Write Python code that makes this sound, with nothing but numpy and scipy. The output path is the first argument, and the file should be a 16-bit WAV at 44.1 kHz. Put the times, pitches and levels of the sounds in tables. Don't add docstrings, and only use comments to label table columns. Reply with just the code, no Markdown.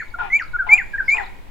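import sys
import numpy as np
from scipy import signal
from scipy.fft import rfft, irfft
from scipy.io import wavfile
from scipy.ndimage import uniform_filter1d

SR = 44100
rng = np.random.default_rng(int(sys.argv[2]) if len(sys.argv) > 2 else 0)


def to_linear_factor(level_db):
    exponent = np.asarray(level_db, float) / 20
    return 10 ** exponent


def log_audio(samples):
    frames = np.atleast_2d(samples).T
    limited = np.clip(frames, -1, 1)
    pcm = np.round(limited * 32767).astype(np.int16)
    wavfile.write(sys.argv[1], SR, pcm)


N = 66150
LEAD_IN = SR // 5


def unit(x):
    return x / np.sqrt(np.mean(x ** 2))


def walk(rate_hz, size):
    k = int(SR / rate_hz)
    return unit(uniform_filter1d(uniform_filter1d(rng.standard_normal(size), k), k))


def shape(u, length, attack, release):
    rise = np.clip(u / attack, 0, 1)
    fall = np.clip((length - u) / release, 0, 1)
    return np.sin(np.pi / 2 * rise * fall) ** 2


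def resonate(x, hz, width_hz):
    b, a = signal.iirpeak(hz, hz / width_hz, SR)
    return signal.lfilter(b, a, signal.lfilter(b, a, x))


def throat_noise(size, cavities):
    breath = rng.standard_normal(size)
    return unit(sum(to_linear_factor(db) * resonate(breath, hz, width_hz) for hz, width_hz, db in cavities))


def scatter(x, parts, shared):
    u = np.arange(SR) / SR
    response = 0
    for db, t60_s in parts:
        noise = rng.standard_normal((3, SR))
        h = shared * noise[0] + (1 - shared) * noise[1:]
        h = h * to_linear_factor(-60 * u / t60_s) * np.clip(u / 0.0035, 0, 1)
        response = response + to_linear_factor(db) * h / np.sqrt(np.sum(h ** 2, 1, keepdims=True))
    return signal.fftconvolve(x[None], response)[:, :len(x)]


def late(x, lag_s):
    f = np.fft.rfftfreq(len(x), 1 / SR)
    return irfft(rfft(x) * np.exp(-2j * np.pi * f * lag_s), len(x))


def phase_of(hz, shake):
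    return 2 * np.pi * np.cumsum(hz * shake) / SR


def first_notes(t, shake):
    # t/s, length/s, first f/Hz, last f/Hz, level/dB
    pips = [
        (0.137, 0.023, 1399, 1380, -26.5),
        (0.529, 0.04, 1460, 1407, -20),
        (0.929, 0.035, 1644, 1586, -20),
    ]
    out = 0
    for start, length, f0, f1, db in pips:
        u = np.clip(t - start, 0, length)
        hz = f0 + (f1 - f0) * u / length + 199 * np.exp(-u / 0.0046)
        gain = to_linear_factor(db) * shape(u, length, 0.49 * length, 0.12 * length)
        out = out + gain * np.sin(phase_of(hz, shake))
    return out


def glide(t, contour, shake):
    times, hz, db = np.array(contour).T
    length = times[-1] - times[0]
    u = np.clip(t - times[0], 0, length)
    gain = uniform_filter1d(to_linear_factor(np.interp(t, times, db)), size=90) * shape(u, length, 0.003, 0.0048)
    return gain, phase_of(np.interp(t, times, hz), shake), u / length


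def hooked_notes(t, shake):
    # t/s, f/Hz, level/dB
    hooks = [
        [(0.185, 1660, -41), (0.189, 1613, -30), (0.197, 1415, -21), (0.211, 1438, -21), (0.219, 1361, -26),
         (0.228, 1340, -44)],
        [(0.584, 1678, -35.5), (0.594, 1589, -21), (0.604, 1559, -16.5), (0.614, 1478, -28.5),
         (0.626, 1420, -23.5), (0.637, 1374, -32.5)],
        [(0.978, 1880, -39), (0.984, 1808, -25.5), (0.998, 1600, -27), (1.008, 1566, -13), (1.014, 1530, -30.5),
         (1.032, 1486, -30)],
    ]
    out = 0
    for contour in hooks:
        gain, phase, _ = glide(t, contour, shake)
        out = out + gain * np.sin(phase)
    return out


def rising_whistles(t, shake):
    # t/s, f/Hz, level/dB
    rises = [
        [(-.1, 2026, -36), (-.07, 2200, -20.5), (-.035, 2350, -22.5), (-.015, 2394, -40)],
        [(.299, 2080, -41.5), (.304, 1992, -29), (.318, 2073, -29), (.332, 2188, -17), (.352, 2283, -18.5),
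         (.366, 2352, -14.5), (.384, 2450, -53)],
        [(.686, 2203, -40), (.694, 2110, -17.5), (.705, 2186, -16), (.72, 2302, -14.5), (.742, 2399, -8.5),
         (.76, 2485, -25.5), (.775, 2452, -41.5)],
        [(1.076, 2150, -53.5), (1.083, 2150, -16.5), (1.095, 2185, -11), (1.115, 2301, -12.5),
         (1.136, 2377, -13), (1.148, 2503, -16.5), (1.16, 2420, -39)],
    ]
    # multiple of f, level/dB, growth over the rise/dB
    partials = [(2, -42.5, 8.5), (3, -33.5, 18.5), (4, -49, 4.5)]
    whistles, overtones = 0, 0
    for contour in rises:
        gain, phase, progress = glide(t, contour, shake)
        whistles = whistles + gain * np.sin(phase)
        for multiple, db, growth_db in partials:
            level = to_linear_factor(db + growth_db * (progress - 0.5))
            overtones = overtones + gain * level * np.sin(round(multiple) * phase)
    return whistles, overtones


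def yelps(t, shake):
    # t/s, length/s, knee f/Hz, last f/Hz, level/dB
    plunges = [
        (-.009, 0.041, 2039, 1320, -21.5),
        (0.389, 0.042, 2077, 1196, -21.5),
        (.775, .052, 2350, 1396, -16.5),
        (1.167, 0.049, 2328, 1400, -19),
    ]
    snaps_hz = [1897, 1930, 1007, 1100]
    out = 0
    for (start, length, f0, f1, db), snap_hz in zip(plunges, snaps_hz):
        u = np.clip(t - start, 0, length)
        hz = f0 + (f1 - f0) * u / length + snap_hz * np.exp(-u / 0.0034)
        thin_db = -4.5 / (1 + np.exp((2350 - hz) / 60))
        sag_db = -15 * u / length
        gain = to_linear_factor(db + thin_db + sag_db) * shape(u, length, 0.0061, 0.0076)
        out = out + gain * np.sin(phase_of(hz, shake))
    return out


def whistler(t):
    shake = 1 + 0.0032 * walk(150, len(t))
    wobble = to_linear_factor(2.5 * walk(70, len(t)))
    rough = to_linear_factor(4.5 * walk(300, len(t)))
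    whistles, overtones = rising_whistles(t, shake)
    notes = first_notes(t, shake) + hooked_notes(t, shake) + whistles
    return np.sqrt(2) * np.array([notes * wobble, yelps(t, shake) * rough, overtones * rough])


def call_in_field(t):
    # delay t/s, left level/dB, right level/dB
    reflections = [
        (.011, -11.5, -18.5),
        (.024, -38, -18),
    ]
    notes, drops, overtones = whistler(t)
    tone = notes + drops
    overtone_pan_db, right_lead_s = 5.5, 3e-5
    left = to_linear_factor(0.7) * tone + to_linear_factor(overtone_pan_db / 2) * overtones
    right = late(tone + to_linear_factor(-overtone_pan_db / 2) * overtones, -right_lead_s)
    call = np.array([left, right])
    for lag_s, left_db, right_db in reflections:
        call = call + np.roll(tone + overtones, int(lag_s * SR)) * to_linear_factor(np.array([[left_db], [right_db]]))
    thrown = notes + to_linear_factor(6) * drops + to_linear_factor(9.5) * overtones
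    shimmer = walk(110, len(t))
    return call + scatter(thrown * shimmer, [(-11.5, 0.25), (-20.5, 0.79)], 0.5)


def barker(t):
    # t/s, level/dB
    barks = [
        (.184, -34),
        (.665, -34),
        (1.142, -33.5),
    ]
    # f/Hz, width/Hz, level/dB
    throat_cavities = [(730, 69, 0), (911, 59, 6.5), (1013.4, 100, 3.5)]
    rasp_cavities = [(1400, 380, 1), (1720, 450, 2), (2350, 386, 1.5), (3350, 320, -9.5)]
    length, grunt_lead, grunt_length = 0.13, 0.036, 0.045
    hoarse = throat_noise(len(t), throat_cavities)
    upper = throat_noise(len(t), rasp_cavities)
    voice, rasp = 0, 0
    for start, db in barks:
        u = np.clip(t - start, 0, length)
        phase = 2 * np.pi * (453 * u - 520 * u ** 2 / 2 - 2820 * u ** 3 / 3)
        clear = shape(u, length, 0.045, 0.085) * np.sin(2 * phase)
        clear = clear + to_linear_factor(-19.5) * shape(u, length, 0.028, 0.032) * np.sin(phase)
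        clear = 1.3 * to_linear_factor(2.2 * walk(90, len(t))) * clear
        burst = shape(u, length, 0.003, 0.047) * to_linear_factor(-9 * u / length) * hoarse
        v = np.clip(t - start + grunt_lead, 0, grunt_length)
        grunt_phase = 2 * np.pi * (651.8 * v + 102 * v ** 2 / 0.06)
        grunt = shape(v, grunt_length, 0.0081, 0.015) * np.sin(grunt_phase)
        voice = voice + to_linear_factor(db) * (clear + to_linear_factor(-1.5) * burst + to_linear_factor(-15.5) * grunt)
        flutter = 1 + 0.46 * np.sin(phase)
        rasp = rasp + to_linear_factor(db - 3) * shape(u, length, 0.0047, 0.066) * flutter * upper
    return voice, rasp


def bark_in_field(t):
    voice, rasp = barker(t)
    left = 3.02 * voice + 1.1 * rasp
    right = -2.5 * to_linear_factor(-17) * voice + 0.47 * to_linear_factor(-12) * np.roll(rasp, 9)
    return np.array([left, right]) + scatter(voice + rasp, [(-6, 0.5)], 0.3)


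def small_birds(t):
    # t/s, length/s, first f/Hz, last f/Hz, level/dB
    chirps = [(-.005, 0.05, 3950, 4600, -55), (.035, 0.023, 4500, 4264, -59),
              (0.079, 0.011, 4400, 3220, -55.5), (0.098, 0.013, 5000, 4060, -56.5),
              (0.396, 0.016, 6500, 5140, -51.5), (0.417, 0.012, 5600, 3810, -43.5),
              (0.436, .01, 5400, 4030, -48), (0.473, 0.014, 4500, 3520, -55),
              (0.514, 0.017, 5000, 3560, -55.5), (.6, 0.033, 4300, 4430, -67.5),
              (1.091, 0.0083, 6200, 3460, -58), (1.099, .01, 5200, 3060, -39),
              (1.22, 0.041, 4600, 3210, -48.5), (1.257, .012, 5600, 3200, -49.5)]
    buzz = unit(resonate(rng.standard_normal(len(t)), 5000, 600))
    birds = to_linear_factor(-56) * np.exp(-((t - 1.098) / 0.057) ** 2) * buzz
    for start, length, f0, f1, db in chirps:
        u = np.clip(t - start, 0, length)
        phase = 2 * np.pi * (f0 * u + (f1 - f0) * u ** 2 / (2 * length))
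        birds = birds + to_linear_factor(db) * shape(u, length, 0.55 * length, 0.34 * length) * np.sin(phase)
    birds = birds * to_linear_factor(1.5 * walk(540, len(t)))
    return birds * to_linear_factor(np.array([[1.5], [-1.5]])) + scatter(birds, [(-0.5, 0.2)], 0.3)


def coloured(points):
    f = np.fft.rfftfreq(N, 1 / SR) + 1e-3
    hz, db = np.array(points).T
    return unit(irfft(rfft(rng.standard_normal(N)) * to_linear_factor(np.interp(np.log(f), np.log(hz), db)), N))


def wind(t):
    # f/Hz, level/dB per Hz
    rumble = [(2.4, -48), (4.0, 6.5), (20, -2.5), (88, -18.5), (156, -27.5), (200, -29), (260, -56),
              (440, -120)]
    # t/s, level/dB
    swells = [
        (0.0, -40),
        (0.278, -35.5),
        (0.434, -43),
        (0.5, -35),
        (1.132, -37),
        (1.324, -38.5),
        (1.5, -37),
    ]
    times, db = np.array(swells).T
    gust_db = np.interp(t, times, db - db.mean())
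    ports = [coloured(rumble) * to_linear_factor(-35.5 + side_db + gust_db + 0.5 * walk(2.1, N)) for side_db in (0.8, -0.8)]
    return np.array(ports)


def grass(t):
    # f/Hz, level/dB per Hz
    hiss = [(130, -22), (180, -4), (350, -5.5), (720, -10.5), (980, -3.5), (1200, -15.5), (2400, -15.5),
            (3500, -20.5), (6000, -30), (16000, -32.5)]
    common = coloured(hiss)
    return np.array([(0.37 * common + coloured(hiss)) * to_linear_factor(-51.5 + 2.4 * walk(2.6, N)) for _ in range(2)])


def scene():
    t = (np.arange(N + LEAD_IN) - LEAD_IN) / SR
    animals = call_in_field(t) + bark_in_field(t) + small_birds(t)
    t = t[LEAD_IN:]
    return animals[:, LEAD_IN:] + wind(t) + grass(t)


def top_cut(x):
    return signal.sosfilt(signal.butter(12, 16360, fs=SR, output="sos"), x)


def record(dry):
    return top_cut(dry)


dry = scene()
out = record(dry)
log_audio(out)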